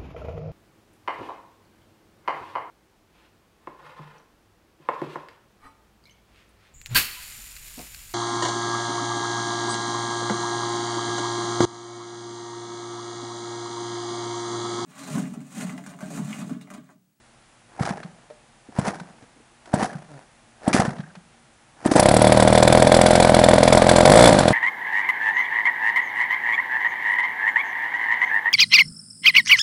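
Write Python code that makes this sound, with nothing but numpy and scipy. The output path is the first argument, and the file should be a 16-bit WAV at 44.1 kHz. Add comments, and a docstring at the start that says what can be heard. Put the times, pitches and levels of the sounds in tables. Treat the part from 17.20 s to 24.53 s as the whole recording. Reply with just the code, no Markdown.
"""Starting a model aeroplane engine

A twin-cylinder two-stroke is flipped by hand over paving, heard from close by. Four flips rasp, pop and
rock to rest. On the fifth it catches, idles burning well on every other turn, revs briefly and sags.
Pressure pulses ring the muffler, shaped noise makes gas, air and scraping, and sine waves make the drone
and squeaks. The loudest peaks overload and are flattened."""
import sys
import numpy as np
from scipy import signal
from scipy.fft import rfft, irfft, next_fast_len
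from scipy.io import wavfile
from scipy.ndimage import uniform_filter1d

SR = 44100
rng = np.random.default_rng(int(sys.argv[2]) if len(sys.argv) > 2 else 0)


def transcribe(u):
    """Save the signal u as a 16-bit wav file named by the first command-line argument.

    u: samples, shape (n,) or (channels, n), limited to [-1, 1]; the rate is SR.
    q: integer samples, one column per channel.
    """
    v = np.clip(np.atleast_2d(u).T, -1, 1)
    q = np.round(v * 32767).astype(np.int16)
    wavfile.write(sys.argv[1], SR, q)


N = 323253
T = np.arange(N) / SR
SHORT_T = T[:SR // 4]  # time within one short event, s
IDLE_HZ = 42  # turns per second at which the engine's levels are given
FULL_POP_DB = -5  # strength of a full pop
THROTTLE_S = (6.84, 7.085)  # the throttle opens and shuts, s


def undb(db):
    """Decibels to gain."""
    return np.exp(np.asarray(db) * np.log(10) / 20)


def add(track, s, sound):
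    """Mix a sound into a track at a time in seconds."""
    start = int(s * SR)
    track[start:start + len(sound)] += sound[:max(N - start, 0)]


def through(x, response):
    """Pass a sound through an impulse response."""
    return signal.fftconvolve(x, response)[:N]


def noise(spectrum, size=N):
    """Noise of rms 1 coloured by a table of (frequency [Hz], relative level [dB])."""
    hz, db = np.transpose(spectrum)
    n = next_fast_len(size, True)
    f = np.maximum(np.fft.rfftfreq(n, 1 / SR), 1)
    bass_cut = np.minimum(f / hz[0], 1) ** 2
    gain = undb(np.interp(np.log(f), np.log(hz), db)) * bass_cut
    x = irfft(gain * rfft(rng.standard_normal(n)), n)[:size]
    return x / x.std()


def body(modes):
    """Impulse response of a set of resonances, peak 1: the wider a resonance, the faster it dies away."""
    response = np.zeros(len(SHORT_T))
    for hz, width, db in modes:
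        decay = np.exp(-np.pi * width * SHORT_T)
        response += undb(db) * width * decay * np.cos(2 * np.pi * hz * SHORT_T)
    return response / np.abs(response).max()


def swell(seconds):
    """A push that peaks at 1 after the given time and dies away."""
    return SHORT_T / seconds * np.exp(1 - SHORT_T / seconds)


def push(seconds):
    """A pressure pulse of unit area: the longer, the duller."""
    return swell(seconds) / swell(seconds).sum()


def tent(s, rise_db_per_s, fall_db_per_s):
    """A gain that grows to 1 at the given time and dies away."""
    drop_db = np.maximum((s - T) * rise_db_per_s, (T - s) * fall_db_per_s)
    return undb(-drop_db.clip(0, 200))


def rattle(per_s=220, spread_db=4.0, decay_s=0.0022):
    """Envelope of dense small clacks of very unequal size; rms 1."""
    sizes = undb(spread_db * np.minimum(rng.exponential(size=N), 3))
    clacks = (rng.random(N) < per_s / SR) * sizes
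    envelope = through(clacks, np.exp(-SHORT_T / decay_s))
    return envelope / np.sqrt(np.mean(envelope ** 2))


def waver(per_s):
    """Straight lines between random values, so many a second; spread near 1."""
    values = rng.standard_normal(len(SHORT_T))
    return np.interp(T * per_s, np.arange(len(values)), values) * np.sqrt(3 / 2)


# How fully the charge burns (0-1): good and poor turns of the idle, open throttle, after it shuts
GOOD_BURN, POOR_BURN, OPEN_BURN, SHUT_BURN = .94, .2, .98, .15
# Single turns with a burn of their own: (time [s], burn before random scatter [0-1])
STRAY_FIRINGS = [(4.826, .55), (4.886, .75), (4.94, .55), (5.043, .85), (5.198, .85), (5.351, .75),
                 (5.549, .8), (5.742, .6), (5.789, .6), (6.024, .82), (6.166, .75), (6.31, .5),
                 (6.549, .68), (6.69, .8), (6.783, .8), (7.09, .8), (7.127, .85), (7.186, .55),
                 (7.278, .78)]


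def firings(turns, scatter=.07, late_s=0.0011, jitter_s=.00015):
    """Time and burn of each turn's firing: strong on every other turn at idle; a poor charge burns late."""
    count = np.arange(int(turns[-1] + .5))
    s = np.interp(count + .5, turns, T)
    opens, shuts = THROTTLE_S
    cases = [s > shuts, s > opens, count % 2 == 0]
    burn = np.select(cases, [SHUT_BURN, OPEN_BURN, GOOD_BURN], POOR_BURN)
    for at, stray in STRAY_FIRINGS:
        burn[np.argmin(np.abs(s - at))] = stray
    chance = rng.standard_normal((len(s), 2))
    burn = np.clip(burn + scatter * chance[:, 0], 0, 1.1)
    return s + late_s * (1 - burn) + jitter_s * chance[:, 1], burn


# Pops as the exhaust port opens, on the flips and as the engine catches:
# (time [s], strength [dB], pitch it sinks to [Hz])
POPS = [(.607, -10.5, 151), (.704, -17, 176), (.845, -28, 172), (1.587, -7, 163), (1.677, -15, 180),
        (1.807, -27, 175), (2.539, -5, 180), (2.624, -16, 191), (2.749, -23, 159), (3.478, -5, 215),
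        (3.545, -6, 218), (3.595, -6.5, 179), (3.678, -12.5, 163), (3.792, -20.5, 165), (3.964, -35.5, 177),
        (4.659, -5, 238), (4.716, -5, 272), (4.755, -4, 247), (4.761, -3, 209)]
# Resonances of the muffler and of the cooling fins: (frequency [Hz], width [Hz], relative level [dB])
MUFFLER = [(150, 48, -13.5), (205, 74, -5.8), (268, 93, -8.3), (350, 69, -9.3), (546, 61, 0.3),
           (613, 76, 3.5), (708, 98, -1.5), (790, 60, -12), (905, 120, -7.5), (1550, 430, -11),
           (2320, 140, -22)]
FINS = [(1563, 280, 2), (2270, 180, -3.5), (3465, 100, 2.5), (4180, 1370, -5.5), (7326, 90, -3),
        (8030, 110, -2.5), (9780, 420, -7)]
# Colours of the gas jet and of unburnt fuel: (frequency [Hz], relative level [dB])
GAS = [(600, 21), (1000, 9), (2200, -30), (2900, -5.5), (4200, -4.5), (5300, -7.5), (6400, -12),
       (8000, 3.5), (10500, -5)]
SPRAY = [(3200, -14), (5100, -7), (6500, -14), (8500, -7), (9700, 0), (11000, -1)]


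def exhaust(speed, turns, bark_db=17.3, poor_db=-6, sharp_s=0.00017, soft_s=0.0004,
            gas_db=-15.2, poor_gas_db=-16, fins_db=-1.2, uneven_db=1.9, uneven_gas_db=3.2,
            spray_db=-10.7, cold_db=16.5, warm_s=0.45, splutter_db=4, pop_bark_per_db=3.0):
    """Pressure pulses ring the muffler; the jet of gas after each hisses and rings the fins, never twice alike."""
    pressure, jet, shake, spray = np.zeros((4, N))
    times, burns = firings(turns)
    chances = rng.standard_normal((len(times), 5))
    for s, burn, (force, hiss, ring, wet, length) in zip(times, burns, chances):
        pace = np.interp(s, T, speed) / IDLE_HZ
        pulse_s = soft_s * (sharp_s / soft_s) ** burn  # a full burn is sharper
        pulse_db = bark_db + poor_db * (0.5 - burn) + uneven_db * force
        add(pressure, s, np.sqrt(max(pace, 1)) * undb(pulse_db) * push(pulse_s))
        puff = undb(gas_db + poor_gas_db * (1 - burn)) * pace * swell(0.0029 * np.exp(.15 * length))
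        add(shake, s, undb(uneven_gas_db * ring) * puff)
        # the first firings spit out unburnt fuel with a bright hiss
        cold = np.exp((times[0] - s) / warm_s)
        add(jet, s, undb(splutter_db * cold + uneven_gas_db * hiss) * puff)
        add(spray, s, undb(spray_db + cold_db * cold + uneven_gas_db * wet) * puff)
    for s, strength_db, _ in POPS:
        db = pop_bark_per_db * (strength_db - FULL_POP_DB)  # a weaker pop loses its bark fast
        add(pressure, s, undb(db + 7.5) * push(0.00026))
        add(jet, s, undb(db - 20) * swell(0.0035))
    bark = -through(pressure, body(MUFFLER))
    gas = jet * noise(GAS)
    fins = through(shake * rng.standard_normal(N), body(FINS))
    fins *= undb(fins_db) * gas.std() / fins.std()  # level relative to the gas
    return bark + gas + spray * noise(SPRAY) + fins


# Colour of the loose fittings: (frequency [Hz], relative level [dB])
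FITTINGS = [(400, -8), (700, 2), (1200, 0), (1600, 0), (2300, -5), (2900, -13), (3600, -5), (5000, -7),
            (7000, -22)]


def fittings(turns, db=-25, decay_s=.006, uneven_db=3.8, lag_s=.001):
    """Each firing shakes the muffler and the mounts, which rattle on raggedly as the shaking fades."""
    shake = np.zeros(N)
    times, burns = firings(turns)
    for s, burn, (size, length) in zip(times, burns, rng.standard_normal((len(times), 2))):
        fade = np.exp(-SHORT_T / (decay_s * np.exp(.35 * length)))
        add(shake, s + lag_s, burn ** 2 * undb(db + uneven_db * size) * fade)
    return shake * rattle(per_s=500, spread_db=4.5, decay_s=.0009) * noise(FITTINGS)


# Colour of the air wash: (frequency [Hz], relative level [dB])
WASH = [(30, -1), (80, -9), (200, -4), (440, -13), (560, -1), (700, 0), (1100, -3), (1700, -6.5),
        (2800, -15), (4200, -12.5), (6400, -23), (10500, -22.5)]
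# What the turning crank and blades radiate: (multiple of the speed, level before speed and load [dB])
ORDERS_DB = [(1, -32), (2, -40), (3, -27), (4, -42), (5, -29.3)]


def propeller(speed, turns, wash_db=-23.6, wash_power=1.5, drone_power=1.6, throb=0.3,
              lag_turns=0.621, clatter=0.33, drone_top_hz=235, load_db=4.5):
    """Crank and blades drone unevenly in a clattering wash; both grow with speed, the drone with load too."""
    pace = uniform_filter1d(speed / IDLE_HZ, SR // 50).clip(0)
    opens, shuts = THROTTLE_S
    load = uniform_filter1d(1. * ((T > opens) & (T < shuts)), SR // 10)
    angle = 2 * np.pi * turns
    wash = undb(wash_db) * noise(WASH) * (1 - throb * np.cos(angle))
    wash *= 1 - clatter + clatter * rattle()
    # the drone's phase and loudness wander at random while the throttle is not open
    phase_wander, level_wander = .08 * waver(35), .22 * waver(42)
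    swing = angle - 2 * np.pi * lag_turns + (1 - load) * phase_wander
    drone = np.zeros(N)
    for k, db in ORDERS_DB:
        treble_cut = np.hypot(1, (k * speed / drone_top_hz) ** 4)
        drone += undb(db) / treble_cut * np.cos(round(k) * swing)
    drone *= undb(load_db * load) * (1 + (1 - load) * level_wander)
    return pace ** wash_power * wash + pace ** drone_power * drone


def thumps(most_db=-6, full_swell_s=.0027, swell_s_per_db=.00034):
    """Compressed gas drops into the muffler, whose air bounces a few times, sinking in pitch."""
    out = np.zeros(N)
    for s, db, hz in POPS:
        pitch = hz * (1 + 0.4 * np.exp(-SHORT_T / 0.003))
        # weak pops swell slowly
        swell_s = full_swell_s + swell_s_per_db * max(FULL_POP_DB - db, 0)
        bounce = np.sin(2 * np.pi * np.cumsum(pitch) / SR)
        add(out, s, -undb(min(db, most_db)) * swell(swell_s) ** 2 * bounce)
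    return out


# Two gulps of air a flip: (first gulp [s], its level [dB], second gulp [s], its level [dB],
# hiss level before its trim [dB])
FLIPS = [(.598, -29, .685, -27, -15), (1.582, -27, 1.668, -24, -13), (2.535, -28, 2.614, -22, -13.5),
         (3.474, -27, 3.598, -16.5, -15), (4.655, -23, 4.765, -15, -12)]
# Gas spits back through the carburettor: (time [s], level of its hiss [dB])
SPITS = [(2.632, -34), (3.53, -21.5), (4.714, -26)]
# The intake reeds flutter: (time [s], level [dB])
FLUTTERS = [(.591, -26), (.677, -27), (.735, -29), (1.576, -30), (1.668, -25), (1.734, -27), (2.529, -30),
            (2.610, -21), (2.645, -17), (3.466, -23), (3.6, -9.5), (4.649, -24.5)]
# Colours of the intake's rasp and hiss: (frequency [Hz], relative level [dB])
RASP = [(100, -10), (320, -4), (500, -5), (760, 0.5), (1100, -9), (1700, -8.5), (2700, -24.5), (5000, -38),
        (11000, -56)]
HISS = [(1500, -2), (3500, -6.5), (5500, 0.5), (7500, -7), (10500, -5)]
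# Rise and fall of the first and second gulp, dB per s
FIRST_GULP, SECOND_GULP = (1100, 115), (380, 175)
# Slow draught as the blade is pushed round and rocks to rest: peak dB; rise and fall, dB per s
DRAUGHT_DB, DRAUGHT = -36, (235, 50)


def intake(reed_hz=770, rasp_db=-3, hiss_db=-2, steady=0.5, coarse=0.75, spit_s=.025):
    """Air rasps coarsely through the carburettor, two gulps a flip, and sets the reeds fluttering."""
    rasp, hiss, reeds = np.zeros((3, N))
    for first_s, first_db, second_s, second_db, flip_hiss_db in FLIPS:
        draught = undb(DRAUGHT_DB) * tent(first_s, *DRAUGHT)
        first = np.maximum(undb(first_db) * tent(first_s, *FIRST_GULP), draught)
        second = undb(second_db) * tent(second_s, *SECOND_GULP)
        air = np.hypot(first, second)
        rasp += undb(rasp_db) * air
        hiss += undb(flip_hiss_db + hiss_db) * air
    for s, db in SPITS:
        add(hiss, s, undb(db) * np.exp(-SHORT_T / spit_s))
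    for (s, db), detune in zip(FLUTTERS, rng.standard_normal(len(FLUTTERS))):
        hz = reed_hz * (1 + 0.037 * detune)
        add(reeds, s, undb(db) * swell(0.0022) * np.sin(2 * np.pi * hz * SHORT_T))
    grain = steady + coarse * rattle(per_s=200, spread_db=4.1)
    return grain * (rasp * noise(RASP) + hiss * noise(HISS)) + reeds


# The piston scrapes along its bore while the crank swings: (start [s], length [s], level [dB])
SCRAPES = [(.595, .1, -32), (1.6, .125, -37.5), (2.55, .115, -37), (2.865, .19, -52), (3.415, .065, -43),
           (3.532, .062, -21.5), (3.64, .05, -33)]
# Colour of the scrape: (frequency [Hz], relative level [dB])
SCRAPE = [(250, -3), (480, 1), (780, 3), (1150, -5), (1700, -4), (2800, -21), (5000, -20), (10500, -26)]


def scrapes(steady=.3, grainy=.75):
    """Piston rings drag through the bore in a fine, crackling grain."""
    drag = np.zeros(N)
    for s, length, db in SCRAPES:
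        arch = np.sin(np.pi * np.minimum(SHORT_T / length, 1)).clip(0)
        add(drag, s, undb(db) * np.sqrt(arch))
    grain = steady + grainy * rattle(per_s=300, spread_db=4, decay_s=.0013)
    return drag * grain * noise(SCRAPE)


# Crank and piston knock in their play:
# (time [s], tick level [dB], strength of the airframe blow [dB], softness of the contact [0-1])
KNOCKS = [(.626, -28, -46, .2), (.652, -25, -39, .2), (.680, -34, -36, .5), (.691, -28, -42, .2),
          (.830, -36, -44, .9), (1.101, -49, -29, .9), (1.1077, -60, -25, .9), (1.667, -27, -35, .3),
          (1.680, -22, -39, .2), (1.798, -33, -46, .4), (2.023, -50, -47, .8), (2.456, -40, -56, .4),
          (2.633, -27, -42, .2), (3.529, -16, -18, .45), (3.57, -26, -19, .8), (3.6, -17, -23, .3),
          (3.668, -32, -40, .2), (3.706, -37, -36, .3), (3.764, -44, -36, .8), (3.783, -41, -44, .9),
          (3.802, -41, -44, .9), (3.952, -39, -36, .7), (4.713, -17, -30, .2), (4.736, -22, -28, .2)]
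# Colours of hard and soft ticks: (frequency [Hz], relative level [dB])
HARD_TICK = [(600, 9), (1800, 6), (3000, -8), (5000, -3), (7500, -9), (10500, -13)]
SOFT_TICK = [(600, 3), (1700, 5), (2800, -6), (4300, -6), (6500, -16), (10500, -28)]
# Resonances of the airframe: (frequency [Hz], width [Hz], relative level [dB])
AIRFRAME = [(468, 14, 4), (585, 70, 7), (598, 12, 11), (813, 15, 1), (1700, 150, -14)]


def knocks(tick_s=0.0055, rise_s=.004, contact_s=.00025):
    """Metal ticks as the crank takes up its play, a soft contact slower and duller; the plywood airframe rings."""
    hard, soft, blows = np.zeros((3, N))
    for s, tick_db, ring_db, softness in KNOCKS:
        softness = np.clip(softness, .05, 1)
        shape = -np.expm1(-SHORT_T / (rise_s * softness)) * np.exp(-SHORT_T / tick_s)
        tick = undb(tick_db) * shape / shape.max()
        add(hard, s, (1 - softness) * tick)
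        add(soft, s, softness * tick)
        add(blows, s, undb(ring_db) * push(contact_s * softness))
    ticks = hard * noise(HARD_TICK) + soft * noise(SOFT_TICK)
    return ticks + through(blows, body(AIRFRAME))


# Dull bumps of the hand on the blade and of the rocking model: (time [s], level [dB])
BUMPS = [(1.487, -41), (2.023, -45), (2.16, -49), (2.2, -49), (2.563, -23.5), (3.503, -28), (4.682, -22)]


def bumps(swell_s=.005):
    """Soft, broad clunks with no clear pitch."""
    force = np.zeros(N)
    for s, db in BUMPS:
        add(force, s, undb(db) * swell(swell_s))
    return force * noise([(130, -4), (230, 0), (340, -1), (470, -9), (800, -18), (2000, -35), (8000, -60)])


# Dry metal chirps as the crank turns slowly: (time [s], mean pitch [Hz], level [dB])
CHIRPS = [(.78, 1640, -43), (1.765, 1500, -48), (2.697, 1630, -35), (2.742, 1450, -40), (3.53, 2390, -19),
          (3.579, 1780, -22), (3.651, 1790, -28), (3.836, 1650, -41), (3.861, 1700, -46), (3.9, 1520, -47)]


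def chirps(rise_s=0.0036, wobble=0.083):
    """Short squeaks of unsteady pitch."""
    out = np.zeros(N)
    for s, hz, db in CHIRPS:
        pitch = hz * (1 + wobble * noise([(50, 3), (400, -3), (2000, -40)], size=len(SHORT_T)))
        add(out, s, undb(db) * swell(rise_s) * np.sin(2 * np.pi * np.cumsum(pitch) / SR))
    return out


def burble(start=2.872, end=3.0, from_hz=160, to_hz=125, db=-12.5):
    """Trapped gas burbles out of the muffler after the third flip, in pulses that slow down."""
    pressure, s = np.zeros(N), start
    while s < end:
        arch = np.sin(np.pi * (s - start) / (end - start))
        add(pressure, s, undb(db) * arch * push(.0008))
        s += 1 / np.interp(s, [start, end], [from_hz, to_hz])
    return through(pressure, body(MUFFLER))


def yard_echo(x, db=-24.742, low_t60=0.5, high_t60=0.19):
    """Nearby walls scatter a short, dull tail: noise that dies 60 dB in each t60, in seconds."""
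    low = noise([(80, -2), (250, 3), (800, -2.5), (2000, -8), (10000, -59)], size=SR // 2)
    high = noise([(1500, -12), (3000, 19), (10000, -28)], size=SR // 2)
    t = T[:SR // 2]
    tail = low * undb(-60 * t / low_t60) + 0.43 * high * undb(-60 * t / high_t60)
    tail *= np.minimum(t / 0.004, 1)
    return through(x, undb(db) * tail / np.sqrt(np.sum(tail ** 2)))


# Colour of the quiet yard: (frequency [Hz], relative level [dB])
YARD = [(15, -51), (25, -7.5), (91, -15), (123, -7), (199, -17), (231, -5), (256, -19), (346, -13.5),
        (403, -22), (481, -17), (818, -13.5), (905, -17), (1700, -18.5), (4800, -27.5), (10500, -28),
        (13600, -88), (22000, -120)]


def yard(yard_db=-55.6, hum_db=-68.5, hum_hz=237):
    """Steady coloured noise and a faint pure hum."""
    return undb(yard_db) * noise(YARD) + undb(hum_db) * np.sin(2 * np.pi * hum_hz * T)


# Crankshaft speed, which picks up, idles, revs and sags: (time [s], turns per second [Hz])
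SPEED = [(4.78, 31.74), (4.85, 33.08), (4.93, 38.45), (5.2, 38.83), (5.87, 42.87), (6.15, 41.93),
         (6.5, 41.79), (6.7, 42.92), (6.85, 42.69), (7.02, 62.7), (7.2, 46.2), (7.33, 35.3)]


def scene():
    """Engine and propeller over a quiet yard with a faint hum."""
    seconds, hz = np.transpose(SPEED)
    speed = np.interp(T, seconds, hz, left=0)
    turns = np.cumsum(speed) / SR
    running = exhaust(speed, turns) + fittings(turns) + propeller(speed, turns)
    starting = thumps() + intake() + scrapes() + knocks() + bumps() + chirps() + burble()
    engine = running + starting
    return (engine + yard_echo(engine) + yard())[None]


def record(dry, ceiling=0.98, bias=0.091, treble_cut_hz=10700, top_hz=16000):
    """Overload flattens loud peaks lopsidedly; treble is cut at treble_cut_hz, then loud peaks clip again."""
    x = ceiling * (np.tanh(dry / ceiling - bias) + np.tanh(bias))
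    x = signal.sosfilt(signal.ellip(10, .2, 70, treble_cut_hz, fs=SR, output="sos"), x)
    x = np.clip(x, -.74, .84)
    x = signal.sosfilt(signal.butter(1, 25, "high", fs=SR, output="sos"), x)
    return signal.sosfilt(signal.ellip(8, .2, 70, top_hz, fs=SR, output="sos"), x)


dry = scene()
out = record(dry)
transcribe(out)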